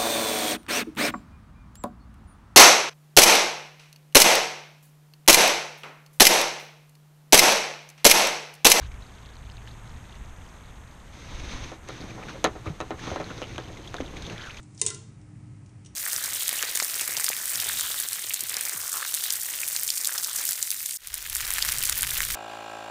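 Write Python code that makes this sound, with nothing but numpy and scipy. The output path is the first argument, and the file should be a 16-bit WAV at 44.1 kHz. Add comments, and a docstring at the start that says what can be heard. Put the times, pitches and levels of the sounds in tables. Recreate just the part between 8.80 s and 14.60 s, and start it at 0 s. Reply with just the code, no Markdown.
"""A breeze of low-passed noise buffets the microphone over a steady hush, while bubble notes tick in wet mud.
The air in a hollow plastic kayak booms as a hand takes hold, then the hull slides down a wet sandy bank:
noise and grains hiss and crunch as sand, and coarse catches make the hull grumble.
Soon blows knock it into clicks, clacks and ringing modes, with jerky scuffs and soft thuds of its floor.
Toward the end water sloshes as swarms of tiny bubbles, with wet plips, droplets and ticking stones."""
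import sys
import numpy as np
from scipy import signal
from scipy.fft import rfft, irfft, next_fast_len
from scipy.io import wavfile
from scipy.ndimage import uniform_filter1d, minimum_filter1d, map_coordinates

SR = 44100
rng = np.random.default_rng(int(sys.argv[2]) if len(sys.argv) > 2 else 0)


def master_out(mix):
    """Clip the mix to full scale and print it as 16-bit PCM to the path in sys.argv[1]."""
    frames = np.transpose(np.atleast_2d(mix))
    ceiling = np.clip(frames, -1, 1)
    pcm = np.round(ceiling * 32767).astype(np.int16)
    wavfile.write(sys.argv[1], SR, pcm)


N = 255824

# Blows on the hull. Each row: start in seconds, relative ring level in dB, contact click level in dB,
# treble gain on both in dB, struck panel's pitch in Hz, its level in dB, clack level in dB, clack pitch in Hz.
BLOWS = [(2.918, -31.5, -25, -21, 423, -36, -37, 700), (3.088, -30.5, -28.5, 7, 1540, -49, -38, 600),
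         (3.209, -34, -49, -15, 298, -31, -44, 400), (3.378, -29, -41, -15, 990, -35, -34, 800),
         (3.415, -24, -52.5, 0, 1230, -23.5, -42, 900), (3.544, -29, -48, -16, 535, -27, -45, 600),
         (3.6426, -12.5, -5, 7, 422, -25, -12, 945), (3.6499, -28, -28, 4, 729, -21, -21, 1000),
         (3.6641, -35, -29, 2, 484, -28, -16, 1100), (3.754, -31.5, -35, -14, 695, -34.5, -32, 700),
         (3.859, -25, -39, 3, 1190, -24.5, -30, 1100), (4.004, -23.5, -14.5, -12, 2570, -38, -23, 1100),
         (4.012, -39, -26, 2, 4020, -35.5, -24.5, 1300), (4.1069, -22.5, -20.5, -26, 3000, -39, -21, 765),
         (4.271, -25, -25, -17, 786, -40, -26, 1100), (4.316, -25.5, -32, -18, 520, -28, -20.5, 660),
         (4.3604, -25, -18, -23, 550, -29, -19.5, 910), (4.401, -23, -22, -21, 547, -27, -23.5, 735),
         (4.505, -32, -36, -12, 1320, -44, -30, 1210), (4.618, -30, -17, -22, 509, -31, -30, 990),
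         (4.7814, -27, -19, -8, 1630, -33, -26, 1170), (4.889, -36, -50, -15, 685, -37, -42, 800),
         (5.1428, -30, -19, -4, 704, -35, -21.5, 1500), (5.2036, -30.5, -23.5, -15, 269, -26.5, -19, 556),
         (5.332, -40, -40, -10, 447, -38, -43, 600), (5.515, -38, -39, -17, 937, -44, -38, 900)]
# Modes of the hull. Each row: pitch in Hz, relative level in dB, 60 dB decay time in seconds.
HULL_MODES = [(170, -9, .15), (256, -5, .14), (323, 2.5, .12), (420, .5, .13), (490, -4, .11),
              (530, -4, .11), (605, 1.5, .07), (754, -3, .17), (868, -7, .13), (1007, -13, .14),
              (1045, -7, .1), (1290, -3, .08), (1383, -5, .07), (1464, -15, .11), (1750, -8, .085),
              (1840, -7, .08), (2060, -9, .05), (2412, -10.5, .055), (3030, -11, .04), (3898, -10.5, .04),
              (4140, -13, .05)]
# The crowd of weaker shell modes. Each row: frequency in Hz, relative level in dB per Hz.
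SHELL_SPECTRUM = [(40, -9), (160, 2), (350, 6), (750, -0.5), (1020, 4), (1260, 2), (1550, -3), (2100, -3),
                  (2750, -9), (3900, -5.5), (5000, -16), (6500, -21), (7800, -24), (14000, -27)]
# How long the shell modes last. Each row: frequency in Hz, 60 dB decay time in seconds.
SHELL_DECAY = [(200, 0.23), (1000, 0.15), (3000, 0.089), (9000, 0.011)]
# Colour of the contact click. Each row: frequency in Hz, relative level in dB per Hz.
CLICK_SPECTRUM = [(60, -34), (300, 16.5), (800, 10), (1600, 5), (3200, 6.5), (5000, -2.5), (6500, 1.5),
                  (8000, -6.5), (11300, -9.5), (12300, -99), (14000, -69)]
# Jerky scuffs of plastic on grit. Each row: start in seconds, length in seconds, level in dB, pitch in Hz.
SCUFF_EVENTS = [(.016, 0.024, -48, 1160), (3.207, 0.017, -47.5, 3600), (3.415, 0.029, -45.5, 2230),
                (3.483, .012, -41.5, 2140), (3.493, 0.022, -44.5, 1280), (3.501, 0.0093, -51, 3300),
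                (3.869, 0.014, -44, 2480), (4.24, 0.065, -44, 1240), (4.362, .02, -39.5, 1690),
                (4.494, 0.023, -42.5, 1320), (4.625, 0.017, -39, 2680), (4.781, 0.0064, -39, 3400)]
# Slow flexing of the hull floor. Each row: start in seconds, peak level in dB, starting pitch in Hz.
FLOOR_THUDS = [(3.868, -28, 88), (3.898, -26, 156), (4.011, -37, 121), (4.313, -28, 90), (5.204, -35, 230)]
# Shoves of the hull over the sand. Each row: start in seconds, rise in seconds, fall in seconds,
# relative sand hiss level in dB, relative hull grumble level in dB.
SHOVE_EVENTS = [(2.24, 0.47, 0.3, -51.5, -47.5), (2.52, 0.29, 0.16, -51, -52.5),
                (3.07, 0.013, 0.36, -53.5, -52), (3.19, 0.024, 0.06, -65, -39.5),
                (3.25, 0.044, 0.45, -59, -44), (3.482, 0.0045, 0.082, -51.5, -63),
                (3.83, 0.07, 0.04, -58, -41), (4.17, 0.083, 0.15, -49, -46),
                (4.37, 0.041, 0.59, -55.5, -42.5), (4.71, 0.018, 0.05, -59, -70),
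                (4.87, 0.0078, 0.37, -82, -45.5), (5.2, 0.034, 0.4, -60.5, -43),
                (5.32, 0.091, 0.37, -55, -51.5), (5.43, 0.097, 0.059, -56, -40),
                (5.58, 0.046, 0.31, -60, -66)]
# Colour of the sand's hiss. Each row: frequency in Hz, relative level in dB per Hz.
SAND_SPECTRUM = [(60, -22), (250, 10), (500, -6.5), (1000, 0), (1600, -1), (2250, 1.5), (2950, -3.5),
                 (3750, -0.5), (4800, -8.5), (6200, -8), (7200, -21.5), (9000, -23), (11000, -33),
                 (14000, -54)]
# Colour of the hull's grumble. Each row: frequency in Hz, relative level in dB per Hz.
GRUMBLE_SPECTRUM = [(30, -33), (90, 7), (170, 8), (250, 0.5), (320, 5), (520, -0.5), (750, -6), (1300, -18),
                    (2200, -16.5), (3200, -35), (10000, -42)]
# The hand takes hold of the hull. Each row: start in seconds, rise in seconds, fall in seconds, boom level in dB.
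HAND_GRIPS = [(.35, 0.27, 0.8, -48)]
# Sloshes of water and wet mud. Each row: start in seconds, rise in seconds, fall in seconds, relative level in dB.
SLOSH_EVENTS = [(0, 0.03, 0.071, -49), (0, 0.36, 3, -55), (3.36, 0.11, 0.33, -55), (4.2, 0.19, 1.1, -47.5),
                (4.9, 0.3, 0.3, -51), (5.35, 0.38, 0.28, -48.5)]
# Colour of droplets and splashes. Each row: frequency in Hz, relative level in dB per Hz.
SPATTER_SPECTRUM = [(300, 9.5), (1500, -30), (3500, 13.5), (5000, 0), (6500, 0), (8000, -11.5),
                    (11300, -14), (14000, -30)]
# Single bubbles and wet ticks. Each row: start in seconds, peak level in dB, pitch in Hz,
# pitch rise as a share (negative falls), length in cycles.
SINGLE_BUBBLES = [(.0074, -44, 2240, 0.1, 13), (.116, -41.5, 2250, -0.11, 10),
                  (.1406, -45, 2220, 0.00072, 11), (0.2215, -46.5, 4020, 0.24, 40),
                  (0.296, -52, 2920, 0.76, 7.3), (0.769, -47, 3820, -0.32, 14),
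                  (.817, -51, 1720, -0.33, 12), (0.873, -44.5, 3100, 0.15, 27),
                  (0.8747, -40, 1760, -0.041, 5.7), (.888, -46, 3870, 0.3, 22), (1.324, -45, 3520, 0.6, 16),
                  (3.305, -39.5, 2380, -0.05, 18), (4.193, -36.5, 1770, 0.27, 11),
                  (4.649, -42, 3000, -0.0022, 13.6), (4.7591, -34, 2460, -0.083, 5.5),
                  (4.9706, -40, 2100, -0.12, 14), (5.0474, -45, 2980, 0.36, 13),
                  (5.074, -36, 3360, 0.18, 21), (5.166, -33, 3580, -0.14, 10),
                  (5.183, -34.5, 1680, 0.4, 15), (5.206, -36, 2900, 0.94, 21),
                  (5.2604, -39.5, 3640, -0.13, 15), (5.368, -31, 2240, 0.065, 5.2),
                  (5.422, -33, 3800, -0.51, 7.3), (5.45, -38, 3620, 0.21, 24),
                  (5.465, -32.5, 3780, 0.25, 15), (5.498, -31.5, 2700, -0.047, 11),
                  (5.5794, -35.5, 3130, -0.58, 14), (5.618, -35, 3400, 0.33, 16),
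                  (5.637, -42, 3050, -.15, 22), (5.6605, -34, 1550, 0.46, 5.9),
                  (5.669, -36.5, 1520, -.1, 21), (5.698, -37, 2440, 0.41, 17.2),
                  (5.7104, -39.5, 3720, -0.035, 14), (5.7443, -39, 2300, -0.25, 14),
                  (5.773, -34, 2500, -0.046, 7)]
# Spells of wet ticks in the mud and the slosh. Each row: start in seconds, end in seconds, typical peak in dB,
# first pitch in Hz, last pitch in Hz, ticks per second.
TICK_SPELLS = [(0, 0.058, -51.5, 3340, 3340, 360), (0.101, .95, -58, 3400, 3200, 35),
               (.408, 0.54, -48, 3100, 3700, 76), (0.87, .893, -50, 2800, 4200, 300),
               (1.32, 1.323, -51, 2900, 4000, 560), (1.807, 1.908, -50, 3270, 3800, 99),
               (4.591, 5.48, -46, 3300, 3000, 15), (5.443, 5.466, -41.5, 2900, 3900, 440),
               (5.498, 5.527, -43, 2650, 1110, 360), (5.555, 5.691, -40.5, 1800, 1490, 260),
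               (5.604, 5.62, -40, 2300, 3630, 470), (5.635, 5.646, -38, 3200, 2400, 470),
               (5.664, 5.688, -42, 2820, 3770, 350), (5.694, 5.712, -39, 2080, 3300, 510),
               (5.728, 5.8, -45, 2280, 1900, 240)]
# Gusts on the microphone. Each row: start in seconds, rise in seconds, fall in seconds,
# relative level in dB, upper edge in Hz.
GUST_EVENTS = [(0, 0.01, 0.24, -39, 149), (.5, 0.1, 0.4, -49, 70), (1.07, 0.032, 0.14, -40.5, 79.4),
               (1.299, 0.13, 0.31, -44, 90), (2.52, 0.051, 0.16, -35.5, 52), (2.7, 0.042, 0.045, -32, 50),
               (2.801, 0.04, 0.051, -35, 55.7), (5.1, 0.22, 0.53, -45, 150)]
# Colour of the buffeting breeze. Each row: frequency in Hz, relative level in dB per Hz.
BREEZE_SPECTRUM = [(10, -9.5), (35, -0.5), (70, -0.5), (110, -9.5), (200, -22.5), (400, -26), (1500, -70)]
# Colour of the outdoor hush. Each row: frequency in Hz, relative level in dB per Hz.
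HUSH_SPECTRUM = [(20, 7), (110, 7.5), (210, 8.5), (320, -1), (500, -1.5), (950, 0.5), (2000, -5.5),
                 (3700, -16), (4700, -26), (6000, -19.5), (8500, -16.5), (10000, -26), (12500, -26.5),
                 (14500, -29.5)]
# Resonances of the microphone's port. Each row: pitch in Hz, width in Hz, level in dB.
PORT_RESONANCES = [(6430, 500, 4.5), (11050, 190, -3.5)]
# The microphone's treble response. Each row: frequency in Hz, gain in dB.
TREBLE_RESPONSE = [(11300, -0.5), (12300, 2), (14400, -9)]

# a click as strong as its ring builds the ring up in RISE_S; each dB more click shortens that by RISE_SLOPE dB
RISE_S, RISE_SLOPE = 0.0029, 0.78
HOLD_S = .011  # how long a blow holds its strength before it fades
# a steady creep of the hull, under the later shoves
CREEP_START_S, CREEP_FADE_S, CREEP_HISS_DB, CREEP_GRUMBLE_DB = 3.02, 0.027, -62.5, -52.5
CEILING_DB, LIMITER_S = -4.5, .001  # the limiter's ceiling and reaction time
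TOP_HZ = 14400  # band limit


def amp(db):
    """Decibels to gain."""
    return 10 ** (np.asarray(db) / 20)


def unit(x):
    """x at rms 1."""
    return x / np.sqrt(np.mean(x ** 2) + 1e-20)


def along(points, hz):
    """(Hz, value) points read on a log axis."""
    f, v = np.transpose(points)
    return np.interp(np.log(hz + 1), np.log(f + 1), v)


def wobble(rate):
    """A smooth random curve, rate knots a second."""
    knots = rng.standard_normal(int(N * rate / SR) + 4)
    return map_coordinates(knots, [np.arange(N) * rate / SR])


def filtered(x, response):
    """x times a complex response of frequency."""
    m = next_fast_len(len(x) + SR // 4)
    return irfft(rfft(x, m) * response(np.fft.rfftfreq(m, 1 / SR)), m)[:len(x)]


def coloured(x, spectrum):
    """x through a causal minimum-phase filter with the given spectrum, at rms 1."""
    size = 4096
    cepstrum = irfft(np.log(amp(along(spectrum, np.fft.rfftfreq(size, 1 / SR)))))
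    # folding the cepstrum forward in time makes the filter causal
    cepstrum[1:size // 2] *= 2
    cepstrum[size // 2 + 1:] = 0
    impulse = irfft(np.exp(rfft(cepstrum)))
    return unit(signal.fftconvolve(x, impulse)[:len(x)])


def lowpassed(x, order, hz):
    """x through a gentle low-pass."""
    return signal.sosfilt(signal.butter(order, hz, fs=SR, output="sos"), x)


def add(track, s, sound):
    """Mix a sound into the track at time s."""
    room = track[max(round(s * SR), 0):][:len(sound)]
    room += sound[:len(room)]


def swells(rows, column=0):
    """Gain over time: each row swells and dies away along quarter sines; overlaps add in power."""
    t, power = np.arange(N) / SR, np.zeros(N)
    for s, rise_s, fall_s, *db in rows:
        reach = np.interp(t, s + np.cumsum([0, rise_s, fall_s]), [0, 1, 0])
        power += (amp(db[column]) * np.sin(np.pi / 2 * reach)) ** 2
    return np.sqrt(power)


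def resonance(f, hz, width_hz):
    """Complex response of one damped resonance."""
    return 1j * f * width_hz / (hz * hz - f * f + 1j * f * width_hz)


def grit(rate, spread_db):
    """Random tiny impulses of uneven size, rate a second on average, at rms 1."""
    sizes = amp(spread_db * (2 * rng.random(N) - 1))
    hits = rng.random(N) < rate / SR
    return unit(hits * np.sign(rng.standard_normal(N)) * sizes)


def bubble(hz, cycles, rise):
    """A bubble starts quickly and rings for some cycles, gliding in pitch; its envelope peaks at 1."""
    life = cycles / hz
    u = np.arange(int(2 * life * SR) + 2) / (life * SR)
    swell = 4 * u * np.exp(1 - 4 * u)
    return swell * np.sin(2 * np.pi * cycles * (u + rise * (u * u - u) / 2))


def grains(hz, pitch_spread, cycles, size_db, rise, count):
    """A random swarm of tiny damped notes, each with its own pitch, size and life; rms 1."""
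    out = np.zeros(N)
    times = rng.uniform(0, N / SR, count)
    variety = np.clip(rng.standard_normal((count, 4)), -2, 2)
    for s, (pitch, big, life, glide) in zip(times, variety):
        note = bubble(hz * np.exp(pitch_spread * pitch), cycles * np.exp(life / 2), rise * (1 + glide))
        add(out, s, amp(size_db * big) * note)
    return unit(out)


def knocks(ring_db=-19, shell_db=-24, chatter_db=-12, chatter_s=0.032, chatter_hz=5000, treble_hz=2800):
    """Each blow clicks, clacks and chatters, and rings the hollow hull and the struck panel."""
    out, t = np.zeros(N), np.arange(SR // 4) / SR
    for s, db, click_db, treble_db, panel_hz, panel_db, clack_db, clack_hz in BLOWS:
        rise = 1 - np.exp(-t / (RISE_S * amp(RISE_SLOPE * (db - click_db))))
        ring = (amp(ring_db) * hull_ring(t) + amp(shell_db) * shell_ring(t)) * rise
        rebounds = np.zeros(len(t))
        for delay in rng.uniform(chatter_s / 4, chatter_s, size=3):
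            add(rebounds, delay, amp([chatter_db]) * np.exp(-delay / chatter_s))
        rebounds = lowpassed(rebounds, 2, chatter_hz)
        click = coloured(rebounds - signal.unit_impulse(len(t)), CLICK_SPECTRUM)
        blow = amp(db) * ring + amp(click_db) * click / np.abs(click).max()
        # a harder contact puts more into the treble
        dull = lowpassed(blow, 1, treble_hz)
        struck = dull + amp(treble_db) * (blow - dull)
        panel = amp(panel_db) * rise * panel_ring(t, panel_hz)
        add(out, s, struck + panel + amp(clack_db) * clack(t, clack_hz))
    return out


def hull_ring(t):
    """The hull's modes swing in alternate directions, in a new mix for each point of contact; rms 1."""
    hz, db, t60 = np.transpose(HULL_MODES)[:, :, None]
    direction = (-1) ** np.arange(len(hz))[:, None]
    level = amp(db + rng.standard_normal(hz.shape)) * fading(t, t60) * direction
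    phase = rng.uniform(-1.3, 1, hz.shape)
    return unit((level * np.sin(2 * np.pi * hz * t + phase)).sum(0))


def shell_ring(t):
    """Dense shell modes: noise whose treble dies first; rms 1."""
    noise = coloured(rng.standard_normal(len(t)), SHELL_SPECTRUM)
    hz, s, z = signal.stft(noise, SR, nperseg=256)
    decayed = z * fading(s, along(SHELL_DECAY, hz)[:, None])
    return unit(signal.istft(decayed, SR, nperseg=256)[1][:len(t)])


def panel_ring(t, hz, spread=0.032, t60_s=0.11, damping_hz=1500):
    """The struck patch of wall rings with a few close modes, more briefly the higher they lie."""
    modes = hz * (1 + spread * rng.uniform(-1, 1, (3, 1)))
    return np.sin(2 * np.pi * modes * t).mean(0) * fading(t, t60_s / (1 + hz / damping_hz))


def fading(t, t60):
    """A blow circles the shell for a moment near full strength, then dies away."""
    return amp(-60 * (np.hypot(t, HOLD_S) - HOLD_S) / t60)


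def clack(t, hz):
    """The wall dents in and springs back: one strong cycle that stops almost at once."""
    return -np.sin(2 * np.pi * hz * t) * np.exp(-(hz * t) ** 2 / 2)


def scuffs(slip_s=.0045, size_db=3, width=0.11, scatter=0.14):
    """The plastic catches on grit and slips in uneven jerks; each rings the wall near that spot's pitch."""
    out, t = np.zeros(N), np.arange(SR // 100) / SR
    count = 24  # most jerks a scuff can hold
    for s, length_s, db, hz in SCUFF_EVENTS:
        jerks = np.zeros(SR // 8)
        gaps = slip_s * rng.uniform(.5, 1.5, count)
        for at, (big, pitch) in zip(np.cumsum(gaps) - gaps[0], rng.standard_normal((count, 2))):
            if at < length_s:
                note = np.sin(2 * np.pi * hz * np.exp(scatter * pitch) * t)
                add(jerks, at, amp(size_db * big) * note * np.exp(-np.pi * width * hz * t))
        # the level holds over the scuff's length, not the whole buffer
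        add(out, s, amp(db) * unit(jerks) * np.sqrt(length_s * SR / len(jerks)))
    return out


def flexing(swell_s=0.01, sag=1.0):
    """The thin floor bulges with a soft thud that sags in pitch."""
    out, t = np.zeros(N), np.arange(SR // 8) / SR
    for s, db, hz in FLOOR_THUDS:
        swell = (t / swell_s * np.exp(1 - t / swell_s)) ** 2
        add(out, s, amp(db) * swell * np.sin(2 * np.pi * hz * t * (1 - sag * t)))
    return out


def friction():
    """Gains of the sand's hiss and the hull's grumble: shoves on top of a slow creep."""
    creep = np.clip((np.arange(N) / SR - CREEP_START_S) / CREEP_FADE_S, 0, 1)
    speed = np.hypot(swells(SHOVE_EVENTS), creep * amp(CREEP_HISS_DB))
    drag = np.hypot(swells(SHOVE_EVENTS, column=1), creep * amp(CREEP_GRUMBLE_DB))
    return speed, drag


def sliding(speed, drag, hiss_db=7.0, grumble_db=0, grain_db=-6, ring_share=0.17, smooth_db=1.3, rough_db=-0.5):
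    """Sand hisses under the keel, more raggedly the harder it drags; coarser catches make the hull grumble."""
    catch = wobble(45)
    scratch = smooth_db * catch + rough_db * drag / drag.max() * wobble(130)
    grain = amp(grain_db) * grit(rate=650, spread_db=7.5)
    sand = coloured(rng.standard_normal(N) + grain, SAND_SPECTRUM)
    rub = coloured(grit(rate=830, spread_db=1.5), GRUMBLE_SPECTRUM)
    ring = unit(signal.fftconvolve(rub, hull_ring(np.arange(SR // 4) / SR))[:N])
    grumble = unit(rub + ring_share * ring)
    hiss = speed * amp(hiss_db + scratch) * sand
    return hiss + drag * amp(grumble_db + 1.58 * catch) * grumble


def rasp(speed, rasp_db=-4.5, rasp_hz=1300):
    """Coarse grit catches under the sliding hull in a rough mid-pitched crunch."""
    crunch = grains(rasp_hz, pitch_spread=0.477, cycles=2.8, size_db=1.5, rise=0, count=1800)
    return speed * amp(rasp_db) * crunch


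def cockpit(drag, boom_hz=116, width_hz=22, rest_db=-59, drag_db=-49, follow=0.46):
    """Air in the hull booms through the cockpit: faintly at rest, more under the hand and as it drags."""
    hum = filtered(rng.standard_normal(N), lambda f: resonance(f, boom_hz, width_hz) ** 2)
    handled = np.hypot(amp(rest_db), swells(HAND_GRIPS))
    return np.hypot(handled, amp(drag_db) * unit(drag) ** follow) * unit(hum)


def water(stir, bubble_hz=2500, pitch_spread=0.43, cycles=4, size_db=4, rise=0.11, swarm_db=-5.5, spatter_db=-11):
    """A dense crackle of tiny bubbles and droplets in the mud and the slosh."""
    swarm = grains(bubble_hz, pitch_spread, cycles, size_db, rise, count=3000)
    # fine droplets land in soft clumps
    droplets = grit(rate=1500, spread_db=3) * amp(6 * np.tanh(wobble(70)))
    return stir * (amp(swarm_db) * swarm + amp(spatter_db) * coloured(droplets, SPATTER_SPECTRUM))


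def plips(plip_db=0, snap_db=-5, satellite_db=-9, satellite_s=.01, pitch_spread=.25):
    """Single bubbles open with a short note and shed a few quieter, briefer ones."""
    out, t = np.zeros(N), np.arange(SR // 50) / SR
    for s, db, hz, glide, cycles in SINGLE_BUBBLES:
        add(out, s, amp(db + plip_db) * bubble(hz, cycles, glide))
        for delay, pitch in zip(satellite_s * rng.random(size=3), rng.standard_normal(size=3)):
            satellite = bubble(hz * np.exp(pitch_spread * pitch), cycles / 2, glide)
            add(out, s + delay, amp(db + satellite_db) * satellite)
        # the film tears with a tiny splash as the bubble opens
        splash = coloured(rng.standard_normal(len(t)), SPATTER_SPECTRUM) * amp(-60 * t / 0.053)
        add(out, s, amp(db + snap_db) * splash / np.abs(splash).max())
    return out


def ticks(pitch_spread=0.18, cycles=6, size_db=2, rise=0.2):
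    """Small bubbles burst unevenly through each spell, drifting in pitch as the mud pocket fills or opens."""
    out = np.zeros(N)
    count = 48  # most ticks a spell can hold
    for start, end, db, first_hz, last_hz, rate in TICK_SPELLS:
        times = start + (np.arange(count) + rng.random(count)) / rate
        variety = np.clip(rng.standard_normal((count, 4)), -2, 2)
        for s, (big, pitch, glide, life) in zip(times, variety):
            if s < end:
                hz = np.interp(s, [start, end], [first_hz, last_hz]) * np.exp(pitch_spread * pitch)
                note = bubble(hz, cycles * np.exp(life / 2), rise * (1 + glide))
                add(out, s, amp(db + size_db * big) * note)
    return out


def gravel(stir, crack_db=-9.5, stone_hz=3800):
    """Small wet stones tick against each other, each at its own pitch, wherever the mud is stirred."""
    stones = grains(stone_hz, pitch_spread=0.19, cycles=4.2, size_db=6, rise=0, count=450)
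    return stir * amp(crack_db) * stones


def air(hush_db=-50, lull_db=-47, gust_db=2):
    """The steady hush of the open river bank, and the breeze on the microphone, gusting over a lull."""
    hush = amp(hush_db + wobble(3.5) / 2) * coloured(rng.standard_normal(N), HUSH_SPECTRUM)
    breeze = amp(lull_db) * coloured(rng.standard_normal(N), BREEZE_SPECTRUM)
    eddies = coloured(rng.standard_normal(N), BREEZE_SPECTRUM)
    for *gust, edge_hz in GUST_EVENTS:
        deep = unit(lowpassed(eddies, 2, edge_hz))
        breeze += amp(gust_db) * swells([gust]) * deep
    return hush + breeze * amp(1.05 * wobble(18) + wobble(48))


def scene(seep_db=-64):
    """Everything as it reaches the microphone; the wet mud seeps faintly between sloshes."""
    speed, drag = friction()
    stir = np.hypot(amp(seep_db), swells(SLOSH_EVENTS))
    hull = knocks() + scuffs() + flexing()
    slide = sliding(speed, drag) + rasp(speed) + cockpit(drag)
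    wet = water(stir) + gravel(stir) + plips() + ticks()
    return (hull + slide + wet + air())[None]


def record(dry):
    """The microphone's port colours the treble, a limiter ducks hard peaks, and the top is cut at the band limit."""
    def port(f):
        """Direct sound plus the port's resonances."""
        return 1 + sum(amp(db) * resonance(f, hz, width_hz) for hz, width_hz, db in PORT_RESONANCES)

    x, size = filtered(dry[0], port), round(LIMITER_S * SR)
    needed = 1 / np.maximum(1, np.abs(x) / amp(CEILING_DB))
    x = x * uniform_filter1d(minimum_filter1d(needed, size), size)
    return filtered(x, lambda f: amp(along(TREBLE_RESPONSE, f)) * (f < TOP_HZ))[None]


dry = scene()
out = record(dry)
master_out(out)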